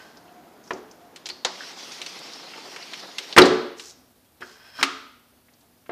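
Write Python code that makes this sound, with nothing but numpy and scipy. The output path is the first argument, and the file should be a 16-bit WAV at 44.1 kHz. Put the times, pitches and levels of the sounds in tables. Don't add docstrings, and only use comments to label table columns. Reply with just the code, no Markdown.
import sys
import numpy as np
from scipy import signal
from scipy.fft import rfft, irfft, next_fast_len
from scipy.io import wavfile
from scipy.ndimage import uniform_filter1d

SR = 44100
rng = np.random.default_rng(int(sys.argv[2]) if len(sys.argv) > 2 else 0)


def generate_wav(sig):
    pcm = np.round(np.clip(np.atleast_2d(sig).T, -1, 1) * 32767).astype(np.int16)
    wavfile.write(sys.argv[1], SR, pcm)


N = 260756

# (time [s], gain [dB])
RUB = [(1.45, -54), (1.62, -41.5), (1.71, -42.5), (1.755, -48.5), (1.79, -41), (1.93, -41.5), (2.1, -42),
       (2.45, -45.5), (2.8, -43.5), (3.001, -43), (3.1, -46.5), (3.242, -43), (3.361, -42.5)]
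# (frequency [Hz], relative density [dB])
TRACK_SPECTRUM = [(590, -28), (1000, -3), (1800, -2), (1950, 2), (2240, 2.5), (3250, 4), (5530, 2),
                  (7860, -11), (13700, -20), (15000, -37)]
# (frequency [Hz], relative density [dB])
FRAME_SPECTRUM = [(59, -60), (100, -29), (157, -16), (301, -5), (479, -2), (564, -6), (734, -2.5),
                  (2000, -11.5), (2600, -39.5), (4400, -120)]
FRAME_GAIN_DB = -49.5
BRIGHT_START_HZ, BRIGHT_SAG_HZ_PER_S, BRIGHT_WANDER = 5200, 240, 0.15


def slide():
    rub_db, window = curves(RUB)
    start_s, end_s = RUB[0][0], RUB[-1][0]
    moved_s = np.clip(np.arange(N) / SR - start_s, 0, end_s - start_s)
    wander = slow_noise(4000, passes=2)
    bright_hz = (BRIGHT_START_HZ - BRIGHT_SAG_HZ_PER_S * moved_s) * (1 + BRIGHT_WANDER * wander)

    strip = noise(TRACK_SPECTRUM, patchy_db=2.0, flicker_db=0.9)
    track_grit = coloured(grit(per_s=330, spread_db=2.0), TRACK_SPECTRUM)
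    rub = strip + 0.1 * track_grit
    rub = evened(rub + 0.42 * resonate(rub, bright_hz, 1300))
    frame = noise(FRAME_SPECTRUM, patchy_db=-0.3, flicker_db=-4.0)
    return window * (gain_of(rub_db) * rub + gain_of(FRAME_GAIN_DB) * frame)


# (time [s], crack onset level [dB], centre [Hz],
# distance from centre to -6 dB [octaves], t60 [s], sash excitation [dB])
KNOCKS = [(.707, -21, 980, 1.05, 0.058, -30), (.734, -29, 400, 0.49, 0.14, -38),
          (1.449, -24, 895, 1.08, 0.15, -46), (3.364, -10.5, 1320, 1.06, 0.064, -11.5),
          (3.376, 1, 1269, .6, .1, -6), (3.382, 1, 2370, 0.96, 0.05, -1.5),
          (3.417, -10, 4060, 0.28, 0.062, -5.5), (3.455, -22, 3670, 0.71, 0.09, -9.5),
          (4.407, -45, 2500, 1.3, 0.059, -40), (4.812, -22, 1380, 1.07, 0.029, -32.5),
          (4.828, -9, 2300, 0.99, 0.063, -37), (5.893, -30.5, 726, 1.03, 0.13, -32.5)]
# (time [s], onset level [dB], centre [Hz],
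# distance from centre to -6 dB [octaves])
TICKS = [(0.17, -45.5, 4860, 0.24), (0.279, -52, 3000, 0.23), (0.639, -51, 5770, 0.19),
         (0.675, -47.5, 5600, 0.17), (0.733, -41, 5500, .28), (.911, -46, 5600, .35),
         (1.16, -34.5, 3300, .82), (1.257, -27.5, 4600, 0.36), (1.266, -32, 3700, 0.82),
         (1.288, -29, 3840, 0.76), (1.299, -25.5, 4440, 0.1), (1.448, -15.5, 4250, 0.52),
         (1.606, -33, 1580, 0.22), (1.635, -36, 1680, 0.2), (1.919, -34.5, 5500, 0.21),
         (2.016, -27, 3150, 0.71), (2.062, -28.5, 3670, 0.66), (2.189, -39, 4500, 0.73),
         (2.333, -35.5, 4630, 0.37), (2.535, -34, 1950, 0.56), (2.761, -30.5, 1828, 1),
         (2.825, -35.5, 4450, 0.13), (2.934, -28, 2650, .8), (3.183, -21.5, 3160, 0.82),
         (3.326, -27.5, 3690, 0.49), (3.367, -24, 8300, 0.083), (3.796, -31, 3200, 0.79),
         (4.423, -31, 1444, 0.29), (4.789, -30.5, 1200, 0.43), (5.484, -54.5, 2050, 0.46),
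         (5.536, -57, 4950, .48), (5.609, -58, 4970, 0.67), (5.861, -50, 1650, 0.74)]
TICK_T60_S, TICK_RING_DB = 0.057, -25.5
# (frequency [Hz], relative level [dB], t60 [s])
SASH_MODES = [(97, -34.5, 0.091), (162, -32, 0.12), (202.8, -30, 0.24), (249, -16.5, 0.52),
              (289.8, -16.5, 0.2), (360.8, -6, 0.23), (433.6, -12.5, 0.15), (458, -21, 0.54),
              (558.7, -20, 0.2), (740, -18, 0.091)]
# (time [s], plate excitation [dB])
CATCHES = [(4.787, -29), (4.811, -40), (4.828, -18.5)]
# (frequency [Hz], relative level [dB], t60 [s])
PLATE_MODES = [(275, -14, 0.16), (1120, -9, 0.065), (1214, 0.5, 0.085), (1312, 1, 0.064), (1420, -1, 0.049),
               (1488, -17, 0.039)]
SKIRT_DB, SKIRT_LOW_HZ = -13.5, 400
BURST_SAMPLES = 4096


def knocks():
    t, hz = np.arange(BURST_SAMPLES) / SR, np.fft.rfftfreq(BURST_SAMPLES, 1 / SR)
    crack, snap, push, tap = np.zeros((4, N + BURST_SAMPLES))
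    ticks = [(*tick, TICK_T60_S, tick[1] + TICK_RING_DB) for tick in TICKS]
    blows = [*KNOCKS, *ticks]
    bursts = rng.standard_normal((len(blows), BURST_SAMPLES))

    for (s, db, centre_hz, octaves, t60, sash_db), burst in zip(blows, bursts):
        at = round(s * SR)
        span = slice(at, at + BURST_SAMPLES)
        distance = np.abs(np.log2((hz + 1) / centre_hz) / octaves)
        band = gain_of(-6 * distance ** 1.69)
        upper_slope = 1 + (hz / centre_hz) ** 4
        lower_slope = 1 + (SKIRT_LOW_HZ / (hz + 1)) ** 2
        band += gain_of(SKIRT_DB) / upper_slope / lower_slope

        attack = np.minimum(t / 0.0009, 1)
        shape = gain_of(db - 60 * t / t60) * attack
        crack[span] += evened(irfft(rfft(burst) * band)) * shape
        pulse = np.roll(irfft(band), 128)
        snap[span] += pulse * np.linalg.norm(shape) / np.linalg.norm(pulse)
        push[at] += gain_of(sash_db)

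    for s, db in CATCHES:
        tap[round(s * SR)] = gain_of(db)
    sash = signal.oaconvolve(push, ringing(SASH_MODES, spread_s=0.0017, detune=0.021))
    plate = signal.oaconvolve(tap, ringing(PLATE_MODES, spread_s=0.0064, detune=0.019))
    return crack[:N], snap[:N], (sash + plate)[:N]


def ringing(modes, spread_s, detune):
    t = np.arange(SR // 2) / SR
    tones = np.zeros(len(t))
    for hz, db, t60 in modes:
        decay = gain_of(db - 60 * t / t60)
        for step in (0, *rng.uniform(-1.0, 1, size=3)):
            partial = np.sin(2 * np.pi * hz * (1 + detune * step) * t)
            tones += decay * partial / (1 + 2 * abs(step))
    return tones * (1 - np.exp(-t / spread_s))


# (time [s], squeak gain [dB])
TURNS = [
    [(0, -53), (.08, -63.5), (.2, -67)],
    [(4.39, -78.5), (4.42, -45.5), (4.45, -56.5), (4.58, -61.5), (4.68, -57), (4.725, -62.5), (4.8, -45),
     (4.83, -38)],
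]
# (frequency [Hz], width [Hz], relative gain [dB])
RASP = [(2415, 44, 6), (3260, 73, 7.5), (4000, 110, 0.5), (5250, 180, 8)]
SQUEAK_HZ, SQUEAK_WIDTH_HZ = 1544, 33
SCRAPE_HZ, SCRAPE_WIDTH_HZ, SCRAPE_DB = 3800, 2200, -6.5
RASP_START_DB, RASP_RISE_DB_PER_S = -5.5, 29


def latch():
    out, slips = np.zeros(N), grit(per_s=1500, spread_db=-0.5)
    waver = 1 + 0.0073 * slow_noise(2000)
    squeak = evened(resonate(slips, SQUEAK_HZ * waver, SQUEAK_WIDTH_HZ))
    dull_scrape = evened(resonate_twice(slips, 1220, 1800))
    squeak += 1.3 * dull_scrape

    rasp = np.zeros(N)
    for k, (hz, width, db) in enumerate(RASP):
        rasp += (-1) ** k * gain_of(db) * resonate(slips, hz * waver, width)
    broad_scrape = resonate(grit(per_s=1400, spread_db=1.5), SCRAPE_HZ, SCRAPE_WIDTH_HZ)
    rasp = evened(rasp) + gain_of(SCRAPE_DB) * evened(broad_scrape)

    for rows in TURNS:
        squeak_db, window = curves(rows)
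        turned_s = np.clip(np.arange(N) / SR - rows[0][0], 0, 1)
        rasp_gain = gain_of(RASP_START_DB + RASP_RISE_DB_PER_S * turned_s)
        out += window * gain_of(squeak_db) * (squeak + rasp_gain * rasp)
    return out


# (start [s], swell [s], fade [s], top gain [dB], centre [Hz])
BRUSHES = [(0, .01, 0.37, -57, 4400), (.62, 0.16, .05, -58.5, 5370), (3.76, 0.15, 0.041, -45.5, 5530),
           (4.41, 0.11, 0.15, -54, 4900)]
BRUSH_START_DB, BRUSH_END_DB = -3, -25


def fingers():
    out, slips = np.zeros(N), grit(per_s=1600, spread_db=2.0)
    for start, swell, fade, top_db, hz in BRUSHES:
        top_s = start + swell
        db, window = curves([(start, BRUSH_START_DB), (top_s, 0), (top_s + fade, BRUSH_END_DB)])
        out += window * gain_of(top_db + db) * evened(resonate_twice(slips, hz, 3300))
    return out


# (frequency [Hz], t60 [s])
ROOM_DECAY = [(100, 0.42), (350, 0.51), (1200, 0.67), (3500, 0.7), (7000, 0.56), (12000, 0.53)]
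# (frequency [Hz], relative level [dB])
RECESS = [(300, 5.5), (800, 5), (1300, 1.5), (2500, -2), (3400, 0), (5200, 2.5), (6500, 1), (12000, -8)]


def room(x):
    taps = np.zeros(SR)
    at = np.arange(300, SR - 12, 12)
    taps[at + rng.integers(0, 12, len(at))] = rng.choice([-1., 1.], len(at))
    hz, t, z = signal.stft(taps, SR, nperseg=256)
    colour_db = read(RECESS, hz)[:, None]
    decay_db = 60 * t / read(ROOM_DECAY, hz)[:, None]
    tail = signal.istft(z * gain_of(colour_db - decay_db), SR, nperseg=256)[1]
    return signal.fftconvolve(x, tail / np.linalg.norm(tail))[:N]


# (frequency [Hz], relative density [dB])
STREET_SPECTRUM = [(71, -41.5), (120, -13.5), (177, -5), (281, -1.5), (545, -6.5), (692, -4.5),
                   (1020, -9.5), (1460, -12), (2360, -21), (3260, -22), (7000, -27.5), (9100, -61),
                   (15400, -120)]
SHUT_S, SHUT_FADE_S = 3.37, 0.83
STREET_OPEN_DB, STREET_SHUT_DB = -52.5, -64.5
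# (middle [s], half length [s], top gain [dB])
DRONE_SWELLS = [(0.36, 0.15, -55), (1.027, 0.066, -54.5)]
DRONE_HZ, DRONE_WIDTH_HZ = 708, 42
# (time [s], gain [dB])
RUMBLE_GAIN = [(0, -67), (.6, -66.5), (1.35, -65.5), (1.55, -103), (2.9, -86.5), (3.4, -74), (4.05, -62),
               (4.3, -67), (4.9, -64.5), (5.91, -65.5)]
# (frequency [Hz], relative density [dB])
RUMBLE_SPECTRUM = [(15, -11.5), (30, -6.5), (90, -1.5), (170, -8.5), (215, -11.5), (245, 4.5), (280, -12.5),
                   (400, -40.5)]
# (frequency [Hz], relative density [dB])
HISS_SPECTRUM = [(880, -41.5), (1500, -7), (4640, -5.5), (6850, -9.5), (14000, -4.5), (14900, -7.5),
                 (15400, -36)]
HISS_GAIN_DB = -65


def background():
    t = np.arange(N) / SR
    street_db = np.interp(t, [SHUT_S, SHUT_S + SHUT_FADE_S], [STREET_OPEN_DB, STREET_SHUT_DB])
    street = gain_of(street_db) * noise(STREET_SPECTRUM, patchy_db=-0.8, flicker_db=0.7)
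    swells = sum(gain_of(db - 7.4 * ((t - s) / half) ** 2) for s, half, db in DRONE_SWELLS)
    drone = swells * evened(resonate_twice(rng.standard_normal(N), DRONE_HZ, DRONE_WIDTH_HZ))
    rumble_db, _ = curves(RUMBLE_GAIN)
    rumble = gain_of(rumble_db) * coloured(rng.standard_normal(N), RUMBLE_SPECTRUM)
    hiss = gain_of(HISS_GAIN_DB) * noise(HISS_SPECTRUM, patchy_db=1.0, flicker_db=0.8)
    return street + drone + rumble + hiss


def gain_of(db):
    return 10 ** (np.asarray(db) / 20)


def evened(x):
    return x / np.sqrt(np.mean(x ** 2) + 1e-20)


def slow_noise(samples, passes=1):
    x = rng.standard_normal(N)
    for _ in range(passes):
        x = uniform_filter1d(x, size=samples)
    return evened(x)


def read(points, hz):
    f, value = np.transpose(points)
    return np.interp(np.log(hz + 1), np.log(f + 1), value)


def curves(rows):
    s, *columns = np.transpose(rows)
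    t = np.arange(N) / SR
    since_start = t - s[0] + (s[0] <= 0)
    window = np.clip(np.minimum(since_start, s[-1] - t) / 0.025, 0, 1)
    return [np.interp(t, s, c) for c in columns] + [window]


def resonate(x, hz, width):
    turn = np.exp(2j * np.pi * np.cumsum(hz * np.ones(len(x))) / SR)
    r = np.exp(-np.pi * width / SR)
    return 2 * (turn * signal.lfilter([1 - r], [1, -r], x / turn)).real


def resonate_twice(x, hz, width):
    return resonate(resonate(x, hz, width), hz, width)


def noise(spectrum, patchy_db, flicker_db):
    frames = N // 128 + 5
    a, b, patches = rng.standard_normal((frames, 257, 3)).T
    patches = uniform_filter1d(patches, size=6, axis=0)
    patches = evened(uniform_filter1d(patches, size=20, axis=1))
    flicker = evened(uniform_filter1d(rng.standard_normal(frames), size=6))
    z = (a + 1j * b) * gain_of(patchy_db * patches + flicker_db * flicker)
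    return coloured(signal.istft(z, nperseg=512, noverlap=384)[1][:N], spectrum)


def grit(per_s, spread_db):
    size = gain_of(spread_db * np.minimum(rng.exponential(1, N), 5))
    sign = rng.choice([-1., 1.], N)
    return evened(size * sign * (rng.random(N) < per_s / SR))


def coloured(x, spectrum):
    size = next_fast_len(N)
    weights = gain_of(read(spectrum, np.fft.rfftfreq(size, 1 / SR)))
    return evened(irfft(rfft(x, size) * weights, size)[:N])


def scene():
    crack, snap, ring = knocks()
    rubs = slide() + latch() + fingers()
    to_room = gain_of(-13.5) * snap + gain_of(-9.0) * ring + gain_of(-14.0) * rubs
    direct = crack + gain_of(-2.5) * ring + rubs
    return (direct + room(to_room) + background())[None]


def record(dry):
    thinned = signal.sosfilt(signal.butter(2, 65, "high", fs=SR, output="sos"), dry)
    clipped = np.clip(thinned, -1, 1)
    low_pass = signal.firwin(511, 15200, window=("kaiser", 9), fs=SR)
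    return signal.oaconvolve(clipped, low_pass[None], "same")


dry = scene()
out = record(dry)
generate_wav(out)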